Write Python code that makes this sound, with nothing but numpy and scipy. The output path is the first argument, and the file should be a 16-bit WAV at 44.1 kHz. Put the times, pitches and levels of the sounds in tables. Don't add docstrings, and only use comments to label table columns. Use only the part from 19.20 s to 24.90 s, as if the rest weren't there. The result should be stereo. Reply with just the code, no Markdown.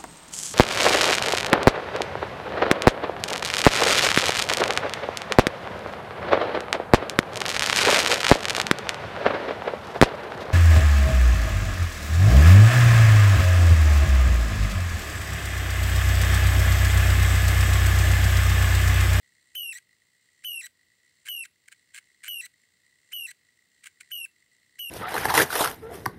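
import sys
import numpy as np
from scipy import signal
from scipy.fft import rfft, irfft, next_fast_len
from scipy.io import wavfile
from scipy.ndimage import uniform_filter1d

SR = 44100
rng = np.random.default_rng(int(sys.argv[2]) if len(sys.argv) > 2 else 0)


def waveform_to_disk(signal):
    frames = np.transpose(np.atleast_2d(signal))
    scaled = np.clip(frames, -1, 1) * 32767
    samples = np.round(scaled).astype(np.int16)
    wavfile.write(sys.argv[1], SR, samples)


def invert_db(x):
    u = np.asarray(x, float) / 20
    return 10 ** u


N = 251370

# start in seconds, end in seconds, pitch in Hz,
# and at the start the shaft speed in turns per second and the shaft angle in turns.
SQUEALS = [
    (0.358, 0.524, 3059, 62, .17),
    (1.251, 1.41, 3031, 61.8, .44),
    (2.09, 2.237, 3010, 59.2, -.13),
    (3.085, 3.21, 3002, 58.3, -.06),
    (3.935, 4.065, 3004, 60.7, -.26),
    (4.92, 5.053, 2999, 60.1, .54),
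    (5.597, 5.708, 2985, 59.6, .23),
]
# end in seconds, pitch in Hz, level in dB,
# level in dB of the knock as the shaft lets go.
GROANS = [
    (.587, 1963, -34.5, -44.5),
    (1.469, 1941, -34.5, -41.5),
    (2.258, 1900, -38, -41.5),
    (3.265, 1961, -35, -43.5),
    (4.116, 1953, -36, -46.5),
    (5.061, 1900, -57, -45.5),
    (5.8, 2092, -32, -44),
]


def rms_one(x):
    return x / np.sqrt(np.mean(x ** 2) + 1e-20)


def wander(rate_hz, size=N):
    low_pass = signal.butter(4, rate_hz, fs=SR, output="sos")
    settling = 4000
    noise = rng.standard_normal(size + settling)
    return rms_one(signal.sosfilt(low_pass, noise)[settling:])


def resonate(x, modes):
    out = 0
    for k, (hz, width_hz, level_db) in enumerate(modes):
        r = np.exp(-np.pi * width_hz / SR)
        feedback = [1, -2 * r * np.cos(2 * np.pi * hz / SR), r * r]
        ringing = signal.lfilter([(1 - r * r) / 2, 0, (r * r - 1) / 2], feedback, x)
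        out = out + (-1) ** k * invert_db(level_db) * ringing
    return out


def coloured(x, points, lag=0):
    size = next_fast_len(N + 2048)
    table = np.array(points)
    log_hz, log_points = np.log(np.arange(size // 2 + 1) * SR / size + 1), np.log(table[:, 0])
    gain = invert_db(np.interp(log_hz, log_points, table[:, 1]))
    turn = np.interp(log_hz, log_points, table[:, -1]) * lag
    return irfft(rfft(x, size) * gain * np.exp(-1j * turn), size)[:N]


def grains(per_s, spread_db):
    sizes = invert_db(spread_db * np.minimum(rng.exponential(1, N), 4)) * rng.choice([-1, 1], N)
    return rms_one(sizes * (rng.random(N) < per_s / SR))


def room_and_hiss(gain):
    # frequency in Hz, level in dB per Hz.
    room_colour = [(18, -46.5), (35, -31.5), (60, -7.5), (90, -1.5), (200, -5), (500, -10.5), (800, -17),
                   (1400, -14), (4000, -10), (9500, -26.5), (10300, -25), (10800, -20.5), (15800, -24)]
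    # frequency in Hz, level in dB.
    right_hiss = [(1000, -3.5), (3200, -9), (5000, 0), (9300, -16), (10500, -6), (14300, 0.5), (15300, 7.5)]
    air = [rms_one(coloured(rng.standard_normal(N), room_colour)) for side in range(2)]
    floor = invert_db(-69.5) * np.array([air[0], coloured(air[1], right_hiss)])
    lows = signal.sosfilt(signal.butter(4, 1500, fs=SR, output="sos"), floor)
    shaken = invert_db(2.4 * np.clip(uniform_filter1d(gain, size=4000) / 0.023, 0, 1))
    ducking = 1 + uniform_filter1d(gain, size=900) / 0.00043
    return shaken * lows + (floor - lows) / ducking


def shaft():
    free_speed, dragged_speed = 69, 8.8
    brake_s, recovery_s = .13, .2
    t = np.arange(N) / SR
    turns = 66 * t
    for start, end, _, speed, angle in SQUEALS:
        now = t[t >= start]
        gripped_s = np.minimum(now, end) - start
        braked = dragged_speed + (speed - dragged_speed) * np.exp(-gripped_s / brake_s)
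        regained = 1 - np.exp(-np.maximum(now - end, 0) / recovery_s)
        turns[t >= start] = angle + np.cumsum(braked + (free_speed - braked) * regained) / SR
    return 2 * np.pi * turns


def tightness_db():
    loose_db, tight_db, wander_db = -71.5, -64, 1.5
    s = np.ravel([(start, stop) for (start, *_), (stop, *_) in zip(SQUEALS, GROANS)])
    ramp = np.interp(np.arange(N) / SR, [-.2, *s], np.resize([loose_db, tight_db], len(s) + 1))
    return ramp + wander_db * wander(8.3)


def rubbing(angle, gain):
    # frequency in Hz, width in Hz, level in dB.
    rubbed_modes = [(2630, 856, -20.5), (4390, 730, -17), (5040, 1630, -23.5), (6500, 770, -25.5),
                    (7310, 500, -19), (8674, 900, -18.5), (9980, 440, -27.5)]
    level_db = tightness_db()
    free = 1 / (1 + gain / .0005)
    turn = np.floor(angle / (2 * np.pi) + .5).astype(int) % 128
    chance = rng.standard_normal(128)[turn]
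    brush = invert_db(level_db + np.clip(2.2 * chance, -9, 5)) * np.exp(4.1 * (np.cos(angle) - 1))
    steady = invert_db(-67.5 + 0.61 * (level_db + 66.5))
    out = []
    for hz in (1950, 2090):
        friction = free * grains(12000, 3.8)
        ringing = resonate(friction * (brush * invert_db(7.5) + steady * invert_db(-2.5)), [(hz, 105, 1.2)])
        ringing = resonate(ringing, [(hz, 380, 1.5)])
        hiss = resonate(friction * (brush * invert_db(6.0) + steady * invert_db(4.5)), rubbed_modes)
        out.append(invert_db(20) * (ringing + hiss))
    return out


def knocks():
    # first knock in seconds, length in seconds, level in dB,
    # fall of the last knock in ms.
    bouts = [(0.353, 0.0019, -43.5, 2.8), (1.241, 0.0022, -41.5, 5.2), (2.06, 0.025, -39, 6),
             (2.484, 0, -43.5, 2.03), (2.52, .005, -44.5, 5.2), (2.746, .039, -39, 4.8),
             (3.038, .006, -40.5, 3.5), (3.056, .024, -38.5, 3.8), (3.923, 0.00075, -39, 5.6),
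             (4.642, 0.0025, -39.5, 2.2), (4.659, 0.0092, -38, 5.6), (4.809, 0.0021, -39, 5.2),
             (4.911, 0.00058, -43, 3.4), (5.589, 0.00079, -45.5, 2.4)]
    gap_s = .0085
    first_swell_ms, swell_ms, fall_ms, let_go_fall_ms = 3.28, 2.17, 2.53, 3.8
    rows = [(stop - .0025, knock_db, first_swell_ms, let_go_fall_ms) for stop, *_, knock_db in GROANS]
    for first, length, level_db, last_ms in bouts:
        shares = np.linspace(0, 1, 1 + round(length / gap_s))
        for share in shares:
            rise_db = 0.93 * (2 * share - 1) * (length > 0)
            swell = swell_ms if share else first_swell_ms
            fall = last_ms if share == shares[-1] else fall_ms
            rows.append((first + length * share, level_db + rise_db, swell, fall))
    return rows


def chatter(groan):
    # frequency in Hz, width in Hz, level in dB.
    can_modes = [(1595, 144, 0), (2193, 232, 1.5), (2980, 548, -5.5), (4650, 1100, -16.5),
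                 (6400, 1030, -17), (7350, 812, -11), (8990, 680, -7), (12100, 770, -21),
                 (15100, 3120, -22.5)]
    ms = 1000 * np.arange(N) / SR
    strength = invert_db(-22.0) * groan
    for s, level_db, swell_ms, fall_ms in knocks():
        near = slice(round((s - .03) * SR), round((s + .05) * SR))
        late = ms[near] - 1000 * s
        strength[near] += invert_db(level_db) * np.exp(np.where(late < 0, late / swell_ms, -late / fall_ms))
    return [invert_db(17.5) * resonate(strength * grains(3500, 4.0), can_modes) for part in range(2)]


def grip(catch_s=0.0063, slip_s=0.0038, fade_s=0.0024):
    squeal_db, tiring_db_per_s = -27, -0.28
    sag_to_hz, sag_s = 1375, .6
    droop_hz, droop_s = 110, .0025
    dip_hz, settle_s = 109.5, .016
    lift_hz, lift_s = 158.6, 0.0056
    swell_depth_db, clear_s, beat_s = 7, 0.024, 0.039
    t = np.arange(N) / SR
    hz = np.full(N, 2000.)
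    gain, low, swell_db = np.zeros((3, N))
    for (start, end, high_hz, *_), (stop, low_hz, low_db, _) in zip(SQUEALS, GROANS):
        on = (t > start - catch_s - fade_s) & (t < stop + fade_s)
        now = t[on]
        high = np.interp(now, [start - catch_s - .002, start - .002, end, end + slip_s], [0, 1, 1, 0])
        steady = sag_to_hz + (high_hz - sag_to_hz) * np.exp(-np.clip(now - start, 0, end - start) / sag_s)
        steady = steady - droop_hz * np.exp(np.minimum(now - end, 0) / droop_s)
        dip = dip_hz * (now > end) * np.exp(-(3.0 * (now - end - settle_s) / settle_s) ** 2)
        groan = low_hz - dip + lift_hz * np.exp(np.minimum(now - stop, 0) / lift_s)
        hz[on] = groan + (steady - groan) * np.sqrt(high)
        edge = np.interp(now, [start - catch_s - fade_s, start - catch_s, stop - fade_s, stop + fade_s],
                         [0, 1, 1, 0])
        beat = np.cos(2 * np.pi * (now - stop + clear_s) / beat_s)
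        swell_db[on] = swell_depth_db * beat * (1 - high) * (now > end)
        high_db = squeal_db + tiring_db_per_s * start
        gain[on] = edge * invert_db(high ** 0.31 * high_db + (1 - high ** 0.48) * low_db)
        low[on] = 1 - high
    return hz, gain, low, swell_db


def squeal(angle, hz, gain, low, swell_db):
    # times a turn, depth in Hz, phase in rad.
    bends = [(1, 11, -2.55), (2, 30, 1.6), (3, 10, 2.0), (5, 16, .6)]
    # multiple of the pitch, squeal level in dB, groan level in dB, swing in dB once a turn,
    # phase of the swing in rad, change in dB per Hz of wobble.
    overtones = [(1, 0.07, -3.5, 2.5, 1.07, 0.0826), (2, -28, -11, 3.5, 3.5, -0.09),
                 (3, -15.5, -18.5, -2.5, 4, 0.21), (4, -1.2, -9, 1.45, 3.5, 0.07),
                 (5, -26, -24, 6.5, 1.7, 0.14), (6, -28, -20, 4, 6, 3), (7, -36, -27, 2.1, -2, 2),
                 (8, -41, -29, 2.1, 1.4, .011)]
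    spin_shift = {2: 2, 4: 5, 5: 4}
    on, size = gain > 0, 70000
    angle, hz, gain, low, swell_db = angle[on], hz[on], gain[on], low[on], swell_db[on]
    rates_hz = (69.5, 277, 450, 350, 370, 356)
    drift, tremble, shake, *flutter = [wander(rate, size=size)[:len(hz)] for rate in rates_hz]
    wobble = (1 - low) * sum(depth * np.cos(times * angle + phase) for times, depth, phase in bends)
    jitter = 4.7 * tremble + low * (25 * drift + 55 * shake)
    phase = 2 * np.pi * np.cumsum(hz + wobble + jitter) / SR
    slowed = np.clip((3250 - hz) / 370, 0, 1.6) * (1 - low)
    fuzz = wander(540, size=size)[:len(hz)]
    spin = np.cumsum(np.clip(np.gradient(angle), 0, .02))
    out = np.zeros((2, N))
    for k, (multiple, high_db, low_db, swing_db, offset, slope) in enumerate(overtones):
        level_db = high_db + (low_db - high_db) * low + np.clip(slope * wobble, -12, 9)
        level_db = level_db - (0.88 + 0.36 * k) * slowed + swell_db * (k == 0)
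        shift = spin_shift.get(k + 1, 0)
        audible = np.clip((16500 - multiple * hz) / 500, 0, 1)
        partial = gain * audible * np.sin(multiple * phase + shift * spin + k)
        partial = partial * (1 + fuzz * np.clip(-high_db - 20.0, 0, 14) * 0.081)
        for side, seen_from in enumerate([0, -1.85]):
            swing = swing_db * slowed * np.cos(angle + offset + seen_from)
            rough_db = (0.25 + 0.47 * k + 0.79 * side + (1 + 0.51 * k) * low) * flutter[(k + side) % 3]
            out[side, on] += invert_db(level_db + swing + rough_db) * partial
    return out


def reflections(x, t60=.2, level_db=-26):
    t = np.arange(round(.2 * SR)) / SR
    tails = rng.standard_normal((2, len(t))) * invert_db(-60 * t / t60) * np.clip((t - .003) / 0.015, 0, 1)
    tails /= np.sqrt(np.sum(tails ** 2, axis=1, keepdims=True))
    return invert_db(level_db) * signal.fftconvolve(x[None], tails, axes=1)[:, :N]


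def scene():
    # frequency in Hz, level in dB.
    favoured = [(1350, -14), (1750, 0), (2600, -0.6), (3000, 1), (3200, -1.5), (9800, 0.25), (10900, -3.5),
                (11750, 2), (12300, 1), (12700, -14), (13500, -1.5)]
    # frequency in Hz, level in dB, lag in rad.
    right_path = [(1140, 0, 1), (1900, -7, 2), (2240, -6, 2), (2680, -7.5, 1.5), (2900, -18.5, 2),
                  (3300, -24.5, -3.5), (3963, 4.5, -2), (5510, 0, -5), (8060, 0.32, -8), (9120, -13.5, -8),
                  (10940, 3.5, -9), (11184, -12, -8), (11270, -7.5, -9), (12540, -4, -8.5)]
    angle = shaft()
    hz, gain, low, swell_db = grip()
    rub, other_rub = rubbing(angle, gain)
    rattle, other_rattle = chatter(gain * low)
    tone = [coloured(side, favoured) for side in squeal(angle, hz, gain, low, swell_db)]
    left = tone[0] + rattle + rub
    right = tone[1] + 0.51 * (rattle + rub) + 0.9 * (other_rattle + other_rub)
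    small_body = signal.butter(5, 1100, "high", fs=SR, output="sos")
    left, right = signal.sosfilt(small_body, [left, right])
    motor = np.array([left, coloured(right, right_path, lag=True)])
    return motor + reflections(left) + room_and_hiss(gain)


def band_limit(x):
    return signal.sosfilt(signal.butter(12, 16660, fs=SR, output="sos"), x)


def record(dry):
    steep_cut = signal.ellip(12, .5, 60, 15740, fs=SR, output="sos")
    mix = signal.sosfilt(steep_cut, dry)
    return band_limit(mix)


dry = scene()
out = record(dry)
waveform_to_disk(out)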